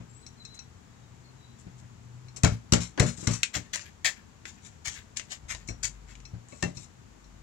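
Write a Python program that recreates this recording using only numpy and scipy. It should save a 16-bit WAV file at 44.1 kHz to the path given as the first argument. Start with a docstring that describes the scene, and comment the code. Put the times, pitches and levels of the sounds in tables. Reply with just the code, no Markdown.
"""A soft bump on hollow wood, faint latch clinks and far bird whistles over a low outdoor hum.
A toddler plays at an old wooden trunk on a concrete patio, close to a hand-held phone. Hands bump the
box and rub its straps, shoes grind grit, a small stick taps. Loudest are the hard knocks: they boom in
the box modes, ring the planks, clash the iron fittings and rebound. Wall and fence add a short echo."""
import sys
import numpy as np
from scipy import signal
from scipy.fft import rfft, irfft, next_fast_len
from scipy.io import wavfile

SR = 44100
rng = np.random.default_rng(int(sys.argv[2]) if len(sys.argv) > 2 else 0)


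def file_out(sig):
    """Save sig as 16-bit WAV at sys.argv[1]."""
    # one column per channel
    cols = np.atleast_2d(sig).T
    # limit, then scale
    lim = np.clip(cols, -1, 1)
    pcm = np.round(lim * 32767).astype(np.int16)
    wavfile.write(sys.argv[1], SR, pcm)


N = 327222
EVENT_T_S = np.arange(11264) / SR  # time within one event

# outdoor noise: f/Hz, relative density/dB
AIR_SPECTRUM = [(15, -21), (25, -29), (86, -3), (122, -8), (240, -10), (267, -15.5), (410, -18.5),
                (567, -25), (895, -22), (3530, -33.5), (3930, -33.5), (5010, -34), (7300, -28),
                (8580, -42.5), (15500, -60)]
# right port minus left, outdoor noise: f/Hz, gain/dB
AIR_RIGHT_EQ = [(100, -6.5), (400, -7), (1300, -3.5), (2400, -2.5), (4400, -3.5), (7600, -15), (11000, 1),
                (15000, 5)]
# right port minus left, all other sources: f/Hz, gain/dB
SOURCE_RIGHT_EQ = [(100, -6), (500, -6.5), (1300, -6.5), (2400, -11), (4400, -8), (7400, -25.5), (10000, 0),
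                   (13000, -1.5)]
# deep far drone: t/s, relative level/dB
DEEP_DRONE_ENVELOPE = [(0, -63), (5, -62), (5.5, -51), (5.9, -43.5), (6.25, -45.5), (6.45, -61),
                       (7.05, -58), (7.4, -45.5)]
# upper far drone: t/s, relative level/dB
UPPER_DRONE_ENVELOPE = [(0, -47), (.6, -56), (1.3, -50.5), (2.2, -45), (3.9, -84), (5.8, -83), (6.1, -51.5),
                        (7.4, -56)]
# far birds: t/s, length/s, start f/Hz, end f/Hz, relative level/dB
BIRD_WHISTLES = [(.06, .19, 7350, 8020, -51.5), (0.205, 0.1, 4080, 3920, -54),
                 (0.363, 0.13, 4155, 3770, -47.5), (0.438, 0.19, 4030, 4050, -52.5),
                 (0.559, 0.0456, 4140, 3820, -40.5), (.88, 0.21, 3820, 3820, -70),
                 (1.21, .09, 4450, 4220, -59), (1.37, .16, 3930, 3925, -49)]

# iron fittings: f/Hz, relative density/dB
IRON_SPECTRUM = [(400, -29), (800, -11.5), (1400, -5), (1900, -5), (2800, -6), (3500, -10), (4250, -4.5),
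                 (4900, -6.5), (5800, 0.5), (6600, 1.5), (7400, 4.5), (9000, -15), (11500, -35),
                 (15500, -54)]
# latch ring: f/Hz, level/dB, t60/s
LATCH_RING_MODES = [(1120, -31, 0.24), (2160, -18.5, 0.083), (2240, -5, 0.036), (2594, -6.5, 0.098),
                    (4000, -11, 0.035), (4170, 3, 0.044), (5410, 0, 0.059), (5640, -2, 0.061),
                    (5730, -3.5, 0.16), (6020, -1.5, 0.031), (6560, -12.5, 0.12), (7150, -25, .07),
                    (7900, -25, 0.114)]
# hand on latch: t/s, level/dB, tilt/(dB/oct)
LATCH_CLINKS = [(.264, -40, 15), (.45, -39, 4), (.59, -40, 2.5), (2.283, -50.5, -5.5), (2.367, -57, -14),
                (5.686, -34, -6), (6.252, -43, 0.5), (6.522, -54.5, -15.5), (6.77, -37.5, 8),
                (7.242, -56.5, 16)]
# hand on straps: t/s, level/dB, length/s
STRAP_RUBS = [(0.54, -48.5, 0.011), (1.582, -55.5, 0.029), (1.777, -57.5, 0.024), (2.36, -37.5, 0.01),
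              (3.155, -43.5, .11), (5.669, -43.5, 0.033), (6.477, -54, 0.14), (6.737, -48, 0.11)]

# cracking grit: f/Hz, relative density/dB
GRIT_SPECTRUM = [(250, -47), (600, -8), (1100, -11), (1700, -4), (2700, -3.5), (3700, -6), (4400, -4),
                 (5200, -5.5), (6200, 0), (7400, 1), (8600, -16), (10500, -29.5), (13000, -49),
                 (15500, -72)]
# slipping rubber: f/Hz, relative density/dB
SOLE_SPECTRUM = [(600, -22), (1400, -11), (1750, 2), (2250, -0.5), (2700, -5.5), (3600, -9.5),
                 (9000, -28.5)]
# soles on concrete: t/s, level/dB, rise/s, hold/s, tilt/(dB/oct), drag re level/dB
SHOE_SCUFFS = [(3.39, -55, 0.011, 0.028, 0, -18), (3.526, -25.5, 0.024, 0.0095, 0, -29.5),
               (3.728, -28.5, 0.0048, 0.018, 1, -16), (4.043, -22.5, .0025, 0.027, 0, -27.5),
               (4.447, -44.5, 0.0071, 0.039, 1.5, -13), (4.6, -44.5, 0.058, 0.01, 4.5, -19.5),
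               (4.84, -29.5, 0.017, 0.021, 2.3, -11), (5.157, -30, 0.013, 0.0023, 4, -28),
               (5.286, -33.5, 0.034, 0.007, 1.5, -51), (5.476, -32, 0.024, 0.022, 2.5, -21),
               (5.824, -22.5, 0.01, .014, 4.5, -37.5), (6.058, -50.5, 0.033, 0.029, 1, -14)]
# stick crack: f/Hz, relative density/dB
STICK_SPECTRUM = [(400, -35), (1000, -29.5), (1750, -5), (2400, 2.5), (3500, -0.5), (4350, -2.5),
                  (5100, -2), (6200, 4), (7200, 7), (9200, -9.5), (12000, -38), (15500, -72)]
# ticks of stick and snapping grit: t/s, crack/dB, tilt/(dB/oct), plank ring/dB
STICK_TAPS = [(2.976, -14, -7.5, -18), (3.4316, 9, -4, -32), (3.55, -9.5, -8, -18), (3.758, -6, 10, -17),
              (3.794, -16, -7, -38), (4.454, -13.5, -11, -45), (5.171, -5.5, 5, -42),
              (5.196, -6.5, -7, -25), (5.548, -11.5, -3.5, -22), (6.153, -23.5, -4.5, -40),
              (6.202, -28.5, -3.5, -41), (6.485, -26.5, 13, -35), (6.626, -8.5, -5.5, -2)]

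# hollow box: f/Hz, level/dB, t60/s
HOLLOW_BOX_MODES = [(62.6, -21.5, 0.38), (79, -9, 0.16), (113.4, -4, 0.2), (135.9, -5.5, 0.2),
                    (174.3, -2, 0.19), (231.4, -4.5, 0.22), (295.5, -3, 0.18), (336.4, -6, 0.046),
                    (397, -5, 0.098), (441, -8.5, 0.24)]
# strongest plank modes: f/Hz, level/dB, t60/s
MAIN_PLANK_MODES = [(595, -7.5, 0.26), (662.5, -1, 0.099), (792, -4, 0.05), (991, 5.5, 0.045),
                    (1134, 0.5, 0.027), (1455, -6.5, 0.033), (1740, -6.5, 0.081), (1808, 3, 0.074),
                    (2030, -15.5, 0.26), (2280, -4, 0.032), (2710, -9.5, 0.133)]
# crowded plank modes: f/Hz, relative density/dB
PLANK_SPECTRUM = [(120, -30.5), (260, -3), (430, -6.5), (600, -6), (1000, -15), (1900, -13.5),
                  (3000, -20.5), (6000, -23.5), (16000, -63.5)]
# hand, knee or foot on trunk: t/s, relative boom/dB, contact/s
SOFT_BUMPS = [(.002, -29, 0.0047), (1.292, -53, 0.0026), (1.664, -29, 0.0049), (1.824, -37, 0.0053),
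              (1.945, -33.5, 0.0079), (2.365, -42, 0.0023), (2.975, -40, 0.00086), (3.18, -31.5, 0.004),
              (3.227, -33.5, 0.0022), (3.561, -19.5, 0.0048), (3.734, -39.5, 0.0048), (4.872, -20, 0.012),
              (4.98, -29, .012), (5.438, -9, 0.02), (5.535, -19.5, 0.013), (5.686, -27.5, 0.0035),
              (5.7, -13, 0.012), (5.839, -23.5, 0.011), (6.332, -20.5, 0.0077), (6.523, -42, 0.0023),
              (6.767, -28.5, 0.0054)]
# knocks on trunk: t/s, relative boom/dB, planks/dB, contact/s, tilt/(dB/oct),
# first clash/dB, second clash/dB, rebound delay/s, rebound chatter/dB
HARD_KNOCKS = [(2.435, 3, -17.5, 0.0061, 0.5, -17.5, -18, 0.083, -69),
               (2.7231, -0.3, -19.5, 0.005, -0.2, -14, -12, .076, -34),
               (2.998, -1.5, -18, 0.0066, -2.5, -10.5, -34, .06, -34.5),
               (3.272, -8, -27, 0.00576, -2, -17.5, -31, 0.034, -32.5),
               (6.626, -16, -27.5, 0.0064, -3, -25, -34, 0.029, -56)]


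def undb(db):
    """Decibels to gain."""
    return 10 ** (np.asarray(db) / 20)


def fade(t_s, t60_s):
    """Exponential decay, 60 dB down at t60_s."""
    return np.exp(-np.log(1000) * np.maximum(t_s, 0) / max(t60_s, 1e-3))


def burst(t60_s):
    """Decaying white noise."""
    return rng.standard_normal(len(EVENT_T_S)) * fade(EVENT_T_S, t60_s)


def unit(x):
    """Scale to unit energy."""
    return x / np.sqrt(np.sum(x ** 2))


def through(x, response):
    """Convolve, keeping the length of x."""
    size = next_fast_len(len(x) + len(response))
    return irfft(rfft(x, size) * rfft(response, size), size)[:len(x)]


def add(track, t_s, x):
    """Mix stereo x into the track from t_s on."""
    i = max(int(t_s * SR), 0)
    track[:, i:i + x.shape[1]] += x[:, :max(N - i, 0)]


def colour(spectrum, tilt_db_oct=0, size=512):
    """Minimum-phase response of a tilted spectrum."""
    hz, db = np.transpose(spectrum)
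    bin_oct = np.log2(np.maximum(np.arange(size // 2 + 1) * SR / size, 1))
    bin_db = np.interp(bin_oct, np.log2(hz), db + tilt_db_oct * np.log2(hz / hz[0]))
    cepstrum = irfft(np.log(undb(bin_db)))
    cepstrum[1:size // 2] *= 2
    cepstrum[size // 2 + 1:] = 0
    return irfft(np.exp(rfft(cepstrum)))


def split(x, hz):
    """Second-order Butterworth pair: (low, high)."""
    g = np.tan(np.pi * hz / SR)
    poles = [1 + np.sqrt(2) * g + g * g, 2 * (g * g - 1), 1 - np.sqrt(2) * g + g * g]
    return signal.lfilter([g * g, 2 * g * g, g * g], poles, x), signal.lfilter([-1, 2, -1], poles, x)


def drift(rate_hz):
    """Smooth random drift, spread near 1."""
    return np.interp(np.arange(N) / SR * rate_hz, np.arange(1024), rng.standard_normal(1024))


def ring(modes, scatter_db=0, tilt_db_oct=0, pivot_hz=1000, wave=np.sin):
    """Decaying modes; the strike point tilts and scatters their levels."""
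    out = np.zeros(len(EVENT_T_S))
    for hz, db, t60_s in modes:
        gain = undb(db + tilt_db_oct * np.log2(hz / pivot_hz) + scatter_db * rng.standard_normal())
        out += gain * wave(2 * np.pi * hz * EVENT_T_S) * fade(EVENT_T_S, t60_s)
    return out


def grains(rise_s, hold_s, t60_s, rate_hz, spread_db):
    """Tiny uneven impacts that swell, hold and decay."""
    n = len(EVENT_T_S)
    hits = (rng.random(n) < rate_hz / SR) * rng.choice([-1, 1], n)
    impacts = hits * undb(spread_db * np.clip(rng.standard_normal(n), -2.5, 2.5))
    swell = np.minimum(EVENT_T_S / max(rise_s, 1e-4), 1) ** 2
    return impacts / impacts.std() * swell * fade(EVENT_T_S - rise_s - hold_s, t60_s)


def port(x, direct_db, scatter_db, echo_db=-11, echo_delay_s=0.006, crossover_hz=600):
    """Path to one microphone port: bass whole, treble scattered nearby, echo off wall and fence."""
    bass, treble = split(signal.unit_impulse(len(EVENT_T_S)), crossover_hz)
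    scatter = unit(burst(t60_s=0.023))
    echo = unit(burst(t60_s=0.16) * (EVENT_T_S > echo_delay_s))
    near = bass + undb(direct_db) * treble + undb(scatter_db) * split(scatter, crossover_hz)[1]
    return through(x, near + undb(echo_db) * split(echo, hz=120)[1])


def patio(x):
    """Each spot has its own echoes; the right port faces away and gets more scatter."""
    return np.array([port(x, direct_db=-1.5, scatter_db=-4), port(x, direct_db=-15.5, scatter_db=2.5)])


def air(level_db=-51.5, swell_db=0.9, crossover_hz=260):
    """Outdoor noise: restless rumble common to both ports, separate hiss in each."""
    response = unit(colour(AIR_SPECTRUM, size=8192))
    common, left, right = (through(rng.standard_normal(N), response) for _ in range(3))
    rumble = split(common, crossover_hz)[0] * undb(-swell_db * drift(rate_hz=21))
    left, right = (rumble + split(own, crossover_hz)[1] for own in (left, right))
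    return undb(level_db) * np.array([left, through(right, colour(AIR_RIGHT_EQ))])


def drone(envelope, hz, waver, trim_db=-1.5, swell_db=3.5):
    """Far low tone, wandering in level and pitch."""
    db = np.interp(np.arange(N) / SR, *np.transpose(envelope)) + trim_db + swell_db * drift(rate_hz=14)
    pitch_hz = hz * (1 + waver * drift(rate_hz=8.1))
    return undb(db) * np.sin(2 * np.pi * np.cumsum(pitch_hz) / SR)


def birds(waver=0.0055, trim_db=-5, garden_db=5, garden_t60_s=0.15):
    """Thin gliding whistles, smeared on their way through the gardens."""
    out, t_s = np.zeros(N), np.arange(N) / SR
    wobble = 1 + waver * drift(rate_hz=110)
    for onset_s, length_s, start_hz, end_hz, db in BIRD_WHISTLES:
        on = (t_s >= onset_s) & (t_s < onset_s + length_s)
        progress = (t_s[on] - onset_s) / length_s
        hz = (start_hz + (end_hz - start_hz) * progress) * wobble[on]
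        out[on] += undb(db + trim_db) * np.sin(np.pi * progress) * np.sin(2 * np.pi * np.cumsum(hz) / SR)
    return out + undb(garden_db) * through(out, unit(burst(garden_t60_s)))


def latch(tick_db=1, attack_s=0.0019):
    """Iron slides onto iron: rough tick, short ring."""
    out, iron = np.zeros((2, N)), unit(colour(IRON_SPECTRUM))
    attack = 1 - fade(EVENT_T_S, attack_s)
    for t_s, db, tilt_db_oct in LATCH_CLINKS:
        tick = undb(tick_db) * through(burst(t60_s=0.013), iron)
        tone = ring(LATCH_RING_MODES, scatter_db=1.5, tilt_db_oct=tilt_db_oct, pivot_hz=4700)
        add(out, t_s, undb(db) * patio((tone + tick) * attack))
    return out


def rattle(db, rise_s, hold_s, t60_s, tilt_db_oct, ring_db=-13):
    """Loose iron chatters on wood; the latch rings along."""
    chatter = undb(db) * grains(rise_s, hold_s, t60_s, rate_hz=5000, spread_db=5)
    iron = through(chatter, unit(colour(IRON_SPECTRUM, tilt_db_oct)))
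    latch_ring = undb(ring_db) * through(chatter, unit(ring(LATCH_RING_MODES)))
    return patio(iron + latch_ring)


def rubs(rise_share=0.17):
    """A hand slides over the rusty straps."""
    out = np.zeros((2, N))
    for t_s, db, length_s in STRAP_RUBS:
        rise_s = rise_share * length_s
        add(out, t_s, rattle(db, rise_s, length_s - rise_s, t60_s=0.082, tilt_db_oct=3.5))
    return out


def grit(rise_s, hold_s, t60_s, tilt_db_oct):
    """Grit cracks under the sole."""
    cracks = grains(rise_s, hold_s, t60_s, rate_hz=1700, spread_db=3)
    return through(cracks, unit(colour(GRIT_SPECTRUM, tilt_db_oct)))


def rasp(rise_s, hold_s, t60_s):
    """Rubber slips in coarser jerks."""
    jerks = grains(rise_s, hold_s, t60_s, rate_hz=900, spread_db=2.5)
    return through(jerks, unit(colour(SOLE_SPECTRUM)))


def shoes(grind_t60_s=0.11, skid_delay_s=0.085, skid_re_drag_db=-2.5, right_db=-1.5):
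    """Each step grinds under load, drags lightly and skids as the rubber catches."""
    out = np.zeros((2, N))
    for t_s, db, rise_s, hold_s, tilt_db_oct, drag_db in SHOE_SCUFFS:
        rubber_db = -4 - 1.75 * tilt_db_oct  # brighter step, less rubber
        grind = grit(rise_s, hold_s, grind_t60_s, tilt_db_oct)
        rubber = undb(rubber_db) * rasp(rise_s, hold_s, grind_t60_s)
        add(out, t_s, undb(db) * patio(grind + rubber))
        drag = grit(rise_s=0.037, hold_s=0.046, t60_s=0.25, tilt_db_oct=tilt_db_oct)
        add(out, t_s + rise_s, undb(db + drag_db) * patio(drag))
        skid = rasp(rise_s=0.044, hold_s=0.011, t60_s=0.15)
        add(out, t_s + skid_delay_s, undb(db + drag_db + skid_re_drag_db) * patio(skid))
    return out * undb([[0], [right_db]])  # feet left of the phone


def stick(buzz_db=-5, buzz_t60_s=0.073):
    """Dry crack with a brief buzz; the tip rings the planks."""
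    out = np.zeros((2, N))
    for t_s, crack_db, tilt_db_oct, ring_db in STICK_TAPS:
        contact = signal.unit_impulse(len(EVENT_T_S)) + undb(buzz_db) * unit(burst(buzz_t60_s))
        crack = undb(crack_db) * through(contact, unit(colour(STICK_SPECTRUM, tilt_db_oct)))
        planks = undb(ring_db) * through(contact, unit(ring(MAIN_PLANK_MODES, scatter_db=5)))
        add(out, t_s, patio(crack + planks))
    return out


def blow(boom_db, planks_db, contact_s, tilt_db_oct, box_db=-5, ring_db=19, plank_attack_s=0.033):
    """A push drives the low box modes, rings the planks and clatters the loose ones."""
    push = np.sin(np.pi * np.minimum(EVENT_T_S / max(contact_s, 1e-3), 1)) ** 2  # longer is duller
    box = ring(HOLLOW_BOX_MODES, scatter_db=3.1, tilt_db_oct=tilt_db_oct, pivot_hz=148, wave=np.cos)
    boom = split(through(box, push / push.sum()), hz=52)[1]  # leaky box radiates no deep bass
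    clatter = through(burst(t60_s=0.19), unit(colour(PLANK_SPECTRUM, tilt_db_oct)))
    plank_ring = undb(ring_db) * unit(ring(MAIN_PLANK_MODES, tilt_db_oct=tilt_db_oct))
    planks = (clatter + plank_ring) * (1 - fade(EVENT_T_S, plank_attack_s))
    return patio(undb(boom_db + box_db) * boom + undb(planks_db) * planks)


def bumps(planks_re_boom_db=-20, ref_contact_s=0.005, loss_db_per_doubling=13.5):
    """Soft blows: the longer the contact, the less the planks stir."""
    out = np.zeros((2, N))
    for t_s, boom_db, contact_s in SOFT_BUMPS:
        planks_db = boom_db + planks_re_boom_db - loss_db_per_doubling * np.log2(contact_s / ref_contact_s)
        add(out, t_s, blow(boom_db, planks_db, contact_s, tilt_db_oct=-1.3))
    return out


def knocks(clash_lead_s=0.0024, clash_gap_s=0.0115, shiver_re_clashes_db=-17,
           rebound_loss_db_per_s=182, planks_re_rebound_db=-31):
    """A hard knock booms, the iron clashes twice and shivers; a weaker rebound sets it chattering."""
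    out = np.zeros((2, N))
    for (t_s, boom_db, planks_db, contact_s, tilt_db_oct,
         first_db, second_db, delay_s, chatter_db) in HARD_KNOCKS:
        add(out, t_s, blow(boom_db, planks_db, contact_s, tilt_db_oct))

        first_s = t_s - clash_lead_s
        second_s = first_s + clash_gap_s  # trunk wall swings back
        add(out, first_s, rattle(first_db, rise_s=0.001, hold_s=0.0023, t60_s=0.025, tilt_db_oct=0))
        add(out, second_s, rattle(second_db, rise_s=0.001, hold_s=0.0023, t60_s=0.025, tilt_db_oct=-1.5))
        shiver_db = 20 * np.log10(np.hypot(undb(first_db), undb(second_db))) + shiver_re_clashes_db
        add(out, second_s, rattle(shiver_db, rise_s=0.011, hold_s=0, t60_s=0.2, tilt_db_oct=-3))

        rebound_db = boom_db - rebound_loss_db_per_s * delay_s
        rebound = blow(rebound_db, rebound_db + planks_re_rebound_db, contact_s=0.006, tilt_db_oct=5.5)
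        chatter = rattle(chatter_db, rise_s=0.0047, hold_s=0.032, t60_s=0.18, tilt_db_oct=1.5)
        add(out, t_s + delay_s, rebound + chatter)
    return out


def scene(left_lag_s=0.00084):
    """All sources at the two ports; the right is earlier and duller."""
    far = birds()
    far += drone(DEEP_DRONE_ENVELOPE, hz=49.5, waver=0.01)
    far += drone(UPPER_DRONE_ENVELOPE, hz=124.6, waver=0.026)
    left, right = knocks() + bumps() + rubs() + shoes() + stick() + latch() + far
    left, right = np.array([left, through(right, colour(SOURCE_RIGHT_EQ))]) + air()
    return np.array([np.pad(left, (int(left_lag_s * SR), 0))[:N], right])


def record(dry):
    """The phone rounds the highest peaks and cuts the top."""
    drive, cutoff_hz = 1.1, 15850
    lowpass = signal.ellip(10, 0.2, 80, cutoff_hz, fs=SR, output="sos")
    return signal.sosfilt(lowpass, np.tanh(drive * dry) / drive)


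dry = scene()
out = record(dry)
file_out(out)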